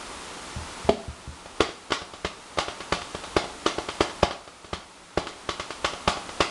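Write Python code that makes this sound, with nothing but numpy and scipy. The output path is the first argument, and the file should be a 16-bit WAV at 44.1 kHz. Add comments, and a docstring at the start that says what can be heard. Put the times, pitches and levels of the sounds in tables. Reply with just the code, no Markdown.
"""Fingers drum loosely on a hard desk in a small, quiet room, firm taps alternating with light touches.
Each tap thuds, knocks and clacks in the desk's modes and clicks at the fingertip. Before the drumming,
the hands settle with a few dull bumps and one hollow knock. The walls answer briefly, and a computer
fan hums faintly under a soft hiss. The camera's gain control ducks after the hardest blows and
slowly recovers."""
import sys
import numpy as np
from scipy import signal
from scipy.fft import rfft, irfft, next_fast_len
from scipy.io import wavfile
from scipy.ndimage import uniform_filter1d

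SR = 44100
rng = np.random.default_rng(int(sys.argv[2]) if len(sys.argv) > 2 else 0)


def int16_out(signal):
    """Quantize to a 16-bit WAV file."""
    q = np.round(np.clip(np.atleast_2d(signal).T, -1, 1) * 32767)
    wavfile.write(sys.argv[1], SR, q.astype(np.int16))


N = 286650
LONG, SHORT = SR // 2, SR // 20  # buffers for tails and for taps [samples]

# fan air and hiss: (frequency [Hz], level per Hz [dB])
FAN_AIR = [(20, 12), (40, -9), (68, -2.5), (140, -6), (280, 0.5), (700, -2), (900, 0.5), (1350, -0.5),
           (1600, -5.5), (3300, -7.5), (6000, -11), (10000, -14)]
# the fan's faint tones: (frequency [Hz], level against the air [dB])
FAN_TONES = [(178, -22), (298, -29), (840, -24.5), (903, -18), (1237, -32)]
# the room's low rumble: (frequency [Hz], level per Hz [dB])
ROOM_RUMBLE = [(15, 5), (35, -1), (70, -7), (120, -41), (300, -48), (1000, -90)]
# the rumble's slow wobble in level: (rate [Hz], level per Hz [dB])
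RUMBLE_SWELL = [(1, 0.5), (6, -4.5), (14, -33.5), (60, -120)]
# soft bumps of the hands: (time [s], level [dB])
HAND_BUMPS = [(0.5624, -27), (0.613, -36), (0.8464, -29.5), (1.0803, -21), (1.2752, -24)]
# the desk's modes, all six tables: (frequency [Hz], level [dB], t60 [s])
SWAY_MODES = [(76.7, -3, 0.1404), (112.8, -4, 0.0702), (188, -13.5, 0.096)]  # low sway under the hands
HOLLOW_MODES = [(79.8, -11, 0.067), (182.5, -25.5, 0.55), (222, -14, 0.22), (255, -6, 0.075),
                (389, -17, 0.15), (409, -1.5, 0.1), (452, -6, 0.0257), (609, -7, 0.079), (664, -1.5, 0.065),
                (791.6, -4.5, 0.0392), (1216, -8.5, 0.0246), (1985, -14.5, .02)]  # ring of the hollow knock
THUD_MODES = [(82, -1, 0.032), (190, -2.5, 0.0387)]  # low push, damped by the finger itself
KNOCK_MODES = [(361.8, -3, 0.0236), (429, 2, 0.01888), (574.3, 7.5, 0.01383), (699.2, -7, 0.0365),
               (794.4, -1, 0.02476)]  # bending of the top
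CLACK_MODES = [(947, -0.5, 0.0365), (1143.8, 5, 0.02488), (1237.5, -1.5, 0.0291), (1392.8, -8, 0.0471),
               (1699.2, -8.5, 0.0386), (2079, 6.5, 0.0179)]  # stiffer modes
CLICK_MODES = [(2627, -6, 0.0137), (3048.5, 3, 0.0093), (3570, -11, 0.033), (3810, -1.5, 0.00525),
               (4625, -3, 0.0114)]  # small, bright modes
# finger taps: (time [s], level [dB], hardness from pad to nail [dB], hand weight [dB], spot pitch [Hz])
FINGER_TAPS = [(1.4587, -35, -8.0, -2, 592), (1.6052, -9.5, -6.5, -9.5, 355.5), (1.69, -28, -7.5, -7, 400),
               (1.9053, -24.5, -5.0, -8, 410), (1.92, -16.0, -1.0, -18, 430), (2.018, -31.0, -4.5, 0, 450),
               (2.1361, -33, -2.5, -5, 490), (2.2475, -18.0, -5.0, -2.5, 453),
               (2.574, -25.5, -8.5, -8, 540), (2.5856, -17.0, -3.0, -10, 617),
               (2.6825, -26.5, -5.0, -7, 520), (2.8042, -33.0, -1.5, -8, 500),
               (2.9235, -18.5, -4.0, -4, 540), (3.0164, -40.5, 5.0, -1, 420), (3.1483, -28, -7.5, -2, 430),
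               (3.2372, -35.5, -1.5, -13, 600), (3.3661, -13.5, -9.5, -8, 473),
               (3.442, -29.5, -11.5, -8, 520), (3.662, -16.5, -5.0, -17, 351),
               (3.7835, -23.0, -11.0, -8, 482), (3.8872, -28.5, -2.5, -7.5, 470),
               (4.0073, -14.0, -8.0, -8, 418), (4.095, -36.5, -4.0, -6, 370), (4.2305, -7.0, -9.5, -4, 570),
               (4.3085, -24.0, -2.5, -17, 500), (4.4764, -34.5, -4.0, -6, 580),
               (4.6454, -34.0, -5.5, -2, 400), (4.731, -19.0, -4.5, -0.5, 470),
               (5.175, -10.0, -12.0, -5.5, 440), (5.2697, -28.5, 0.5, -19, 460),
               (5.4903, -22.0, -1.5, -3, 377), (5.597, -27.5, -1.0, -6, 585),
               (5.7052, -30.0, -2.0, -16, 450), (5.8454, -20.5, -0.5, -8.5, 628),
               (5.9346, -31.0, -6.0, -7, 540), (6.0768, -16, -3.5, -3, 665), (6.171, -33.0, -8.0, -9, 550),
               (6.2913, -35.0, -4.0, -8, 630), (6.4051, -16.0, -3.5, -7, 540)]
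# fingertip noises, all three tables: (frequency [Hz], level per Hz [dB])
CONTACT_NOISE = [(100, -22), (700, -13.5), (1500, -0.5), (3300, 5.5), (4800, -3), (6500, -12), (10000, -20),
                 (12000, -52)]
CONTACT_GRIT = [(300, -4.5), (1500, 6.5), (3000, -25.5)]  # modulator that makes the contact spiky
PAD_BRUSH = [(150, -78), (450, -1.5), (1300, 19), (2500, 6), (8000, -16)]
# slaps off nearby walls and furniture: (delay [s], level [dB])
WALL_ECHOES = [(0.012, -10.5), (0.0182, -18.5), (.0225, -13.5)]
# colour of the room's answer: (frequency [Hz], gain [dB])
WALL_COLOUR = [(50, -16.5), (200, -10), (350, -12), (580, -11), (740, -3.5), (950, -7.5), (1200, -6),
               (2000, -3), (3500, -2), (9000, 2)]
# length of the room's tail: (frequency [Hz], t60 [s])
ROOM_DECAY = [(100, 0.45), (700, 0.494), (2000, 0.344), (5000, 0.39), (10000, 0.2703)]
# the microphone's treble roll-off: (frequency [Hz], gain [dB])
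MIC_TREBLE = [(10200, 1), (11000, -14), (11700, -16), (12300, -26.5)]


def amp(db):
    """Decibels to gain."""
    return 10 ** (np.asarray(db) / 20)


def unit(x):
    """Scale to rms 1."""
    return x / np.sqrt(np.mean(x ** 2) + 1e-20)


def unit_hit(x):
    """Scale a short sound to the energy of 10 ms at rms 1."""
    return x * np.sqrt(SR / 100 / (np.sum(x ** 2) + 1e-20))


def curve_at(points, hz):
    """Read (frequency, value) points on a log frequency axis."""
    freqs, values = np.transpose(points)
    return np.interp(np.log(hz + 1), np.log(freqs + 1), values)


def filtered(x, response):
    """Zero-phase filter; response gives the gain at each frequency."""
    size = next_fast_len(len(x) + SHORT)
    return irfft(rfft(x, size) * response(np.fft.rfftfreq(size, 1 / SR)), size)[:len(x)]


def eq(x, curve):
    """Colour a sound with a curve of (frequency [Hz], gain [dB])."""
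    return filtered(x, lambda hz: amp(curve_at(curve, hz)))


def noise(spectrum, size):
    """Coloured noise of rms 1."""
    return unit(eq(rng.standard_normal(size), spectrum))


def add(track, start_s, x):
    """Mix x into the track at start_s."""
    part = track[max(round(start_s * SR), 0):][:len(x)]
    part += x[:len(part)]


def fan_and_rumble(level_db=-38.7, half_width_hz=4):
    """The bed: a computer fan's moving air and faint, unsteady tones over an uneven room rumble."""
    hum = np.zeros(N)
    for hz, db in FAN_TONES:
        tone = filtered(rng.standard_normal(N), lambda f: 1 / (1 + ((f - hz) / half_width_hz) ** 2))
        hum += amp(db) * unit(tone)
    swell_db = 3.4 * noise(RUMBLE_SWELL, N)
    rumble = amp(-8) * unit(noise(ROOM_RUMBLE, N) * amp(swell_db))
    return amp(level_db) * (noise(FAN_AIR, N) + hum + rumble)


def desk_ring(modes, vary_db, detune, attack_s, size=SHORT):
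    """Struck modes ring as decaying sines; level and pitch vary a little from hit to hit."""
    t = np.arange(size) / SR
    hz, db, t60 = np.transpose(modes)[:, :, None]
    level_jitter, pitch_jitter = rng.standard_normal((2, len(modes), 1))
    envelopes = amp(db + vary_db * level_jitter - 60 * t / t60)
    sines = np.sin(2 * np.pi * hz * (1 + detune * pitch_jitter) * t)
    return unit_hit((envelopes * sines).sum(0) * (1 - np.exp(-t / attack_s)))


def hand_bumps():
    """The soft heels of the hands only sway the desk: dull, low bumps."""
    out = np.zeros(N)
    for start_s, db in HAND_BUMPS:
        bump = -amp(db) * desk_ring(SWAY_MODES, vary_db=1, detune=.015, attack_s=.003, size=LONG)
        add(out, start_s, bump + room_tail(bump))
    return out


def room_tail(x):
    """The small room's diffuse tail, wet only; it fades in as the nearest wall answers."""
    hz, frame_s, spectrum = signal.stft(rng.standard_normal(LONG), SR, nperseg=256)
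    decay = amp(-60 * frame_s / curve_at(ROOM_DECAY, hz)[:, None])
    tail = signal.istft(spectrum * decay, SR, nperseg=256)[1][:LONG]
    t = np.arange(LONG) / SR
    early_lift = 1 + 0.404 * np.exp(-t / 0.0139)  # the first reflections are the strongest
    fade_in = np.clip((t - .003) / 0.0054, 0, 1)
    tail = tail * early_lift * fade_in
    impulse = eq(tail / np.linalg.norm(tail), WALL_COLOUR)
    return signal.fftconvolve(x, impulse)[:LONG]


def hollow_knock(start_s=.8903, level_db=-8.3):
    """One harder blow of the hand rings hollow in the desk, with a little contact noise on top."""
    out = np.zeros(N)
    body = desk_ring(HOLLOW_MODES, vary_db=1, detune=0.0035, attack_s=0.00134, size=LONG)
    skin = amp(-16) * contact(attack_s=0.0035, t60_s=0.041, size=LONG)
    knock = amp(level_db) * (body + skin)
    add(out, start_s, knock + amp(-1) * room_tail(knock))
    return out


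def contact(attack_s, t60_s, size=SHORT):
    """A brief burst of spiky noise as skin and nail meet the surface."""
    t = np.arange(size) / SR
    grit = np.abs(noise(CONTACT_GRIT, size))
    envelope = (1 - np.exp(-t / attack_s)) * amp(-60 * t / t60_s)
    return unit_hit(noise(CONTACT_NOISE, size) * grit * envelope)


def pad_brush(rise_s=0.00215):
    """The soft pad brushes the desk just before the blow: a tiny swell of noise."""
    t = np.arange(SHORT // 8) / SR
    return noise(PAD_BRUSH, len(t)) * np.exp((t - t[-1]) / rise_s)


def struck_spot(modes, centre_hz, focus_db):
    """The struck spot favours modes near one pitch; those an octave away drop by focus_db."""
    return [(hz, db - focus_db * np.log2(hz / centre_hz) ** 2, t60) for hz, db, t60 in modes]


def finger_tap(level_db, hardness_db, weight_db, spot_hz):
    """One finger knocks on the desk top; more weight gives more thud, more nail more clack and click."""
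    knock_modes = struck_spot(KNOCK_MODES, spot_hz, focus_db=12)
    clack_modes = struck_spot(CLACK_MODES, centre_hz=1325.4, focus_db=21)
    thud = desk_ring(THUD_MODES, vary_db=1, detune=.02, attack_s=.0003)
    knock = desk_ring(knock_modes, vary_db=1.2, detune=.015, attack_s=.0018)
    clack = desk_ring(clack_modes, vary_db=2, detune=0.02033, attack_s=0.00185)
    bright = desk_ring(CLICK_MODES, vary_db=2, detune=.03, attack_s=.0005)
    click = unit_hit(contact(attack_s=0.004, t60_s=0.0303) + bright / 2)
    nail = amp(1.29) * clack + amp(-1) * click
    return amp(level_db) * (knock + amp(weight_db) * thud + amp(hardness_db) * nail)


def drumming_fingers():
    """Each tap arrives directly and, radiated in several directions, by way of the walls."""
    out = np.zeros(N)
    tail_send = amp(-.5) / np.sqrt(len(WALL_ECHOES))
    for start_s, level_db, *touch in FINGER_TAPS:
        add(out, start_s, finger_tap(level_db, *touch))
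        for delay_s, echo_db in WALL_ECHOES:
            radiated = finger_tap(level_db, *touch)  # each direction carries its own mix of modes
            add(out, start_s + delay_s, amp(echo_db) * eq(radiated, WALL_COLOUR))
            add(out, start_s, tail_send * room_tail(radiated))
        brush = amp(level_db - 6.5) * pad_brush()
        add(out, start_s - (len(brush) - 1) / SR, brush)  # swells into the hit
    return out


def gain_control(x, ceiling_db=-14.7, duck_s=0.0066, recover_s=0.679, hold_s_per_db=.092):
    """A hit over the ceiling ducks the gain; it holds, longer if deeper, then creeps up with the hiss."""
    hop = 88  # samples
    step_s = hop / SR
    power = np.abs(uniform_filter1d(x ** 2, SR // 100))[::hop]
    duck_db, hold_s, ducks_db = 0, 0, []
    for excess_db in 10 * np.log10(power + 1e-12) - ceiling_db:
        hold_s -= step_s
        if excess_db > duck_db:
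            duck_db, hold_s = excess_db, hold_s_per_db * excess_db
        elif hold_s < 0:
            duck_db *= np.exp(-step_s / recover_s)
        ducks_db.append(duck_db)
    pole = np.exp(-step_s / duck_s)
    smooth_db = signal.lfilter([1 - pole], [1, -pole], ducks_db)
    return x * amp(-np.interp(np.arange(N), np.arange(0, N, hop), smooth_db))


def scene():
    """Fingers and hands on the desk over the fan and rumble, in mono."""
    return (drumming_fingers() + hand_bumps() + hollow_knock() + fan_and_rumble())[None]


def record(dry):
    """A small camera microphone: little deep bass or top end, ducking after hard hits, rounded peaks."""
    low_cut_hz, top_hz, clip_level = 52, 12263, .75
    low_cut = signal.butter(2, low_cut_hz, "high", fs=SR, output="sos")
    sound = eq(signal.sosfilt(low_cut, dry[0]), MIC_TREBLE)
    sound = gain_control(sound)
    sound = sound / (1 + np.abs(sound / clip_level) ** 6) ** (1 / 6)  # soft clip
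    return filtered(sound, lambda hz: hz < top_hz)[None]


dry = scene()
out = record(dry)
int16_out(out)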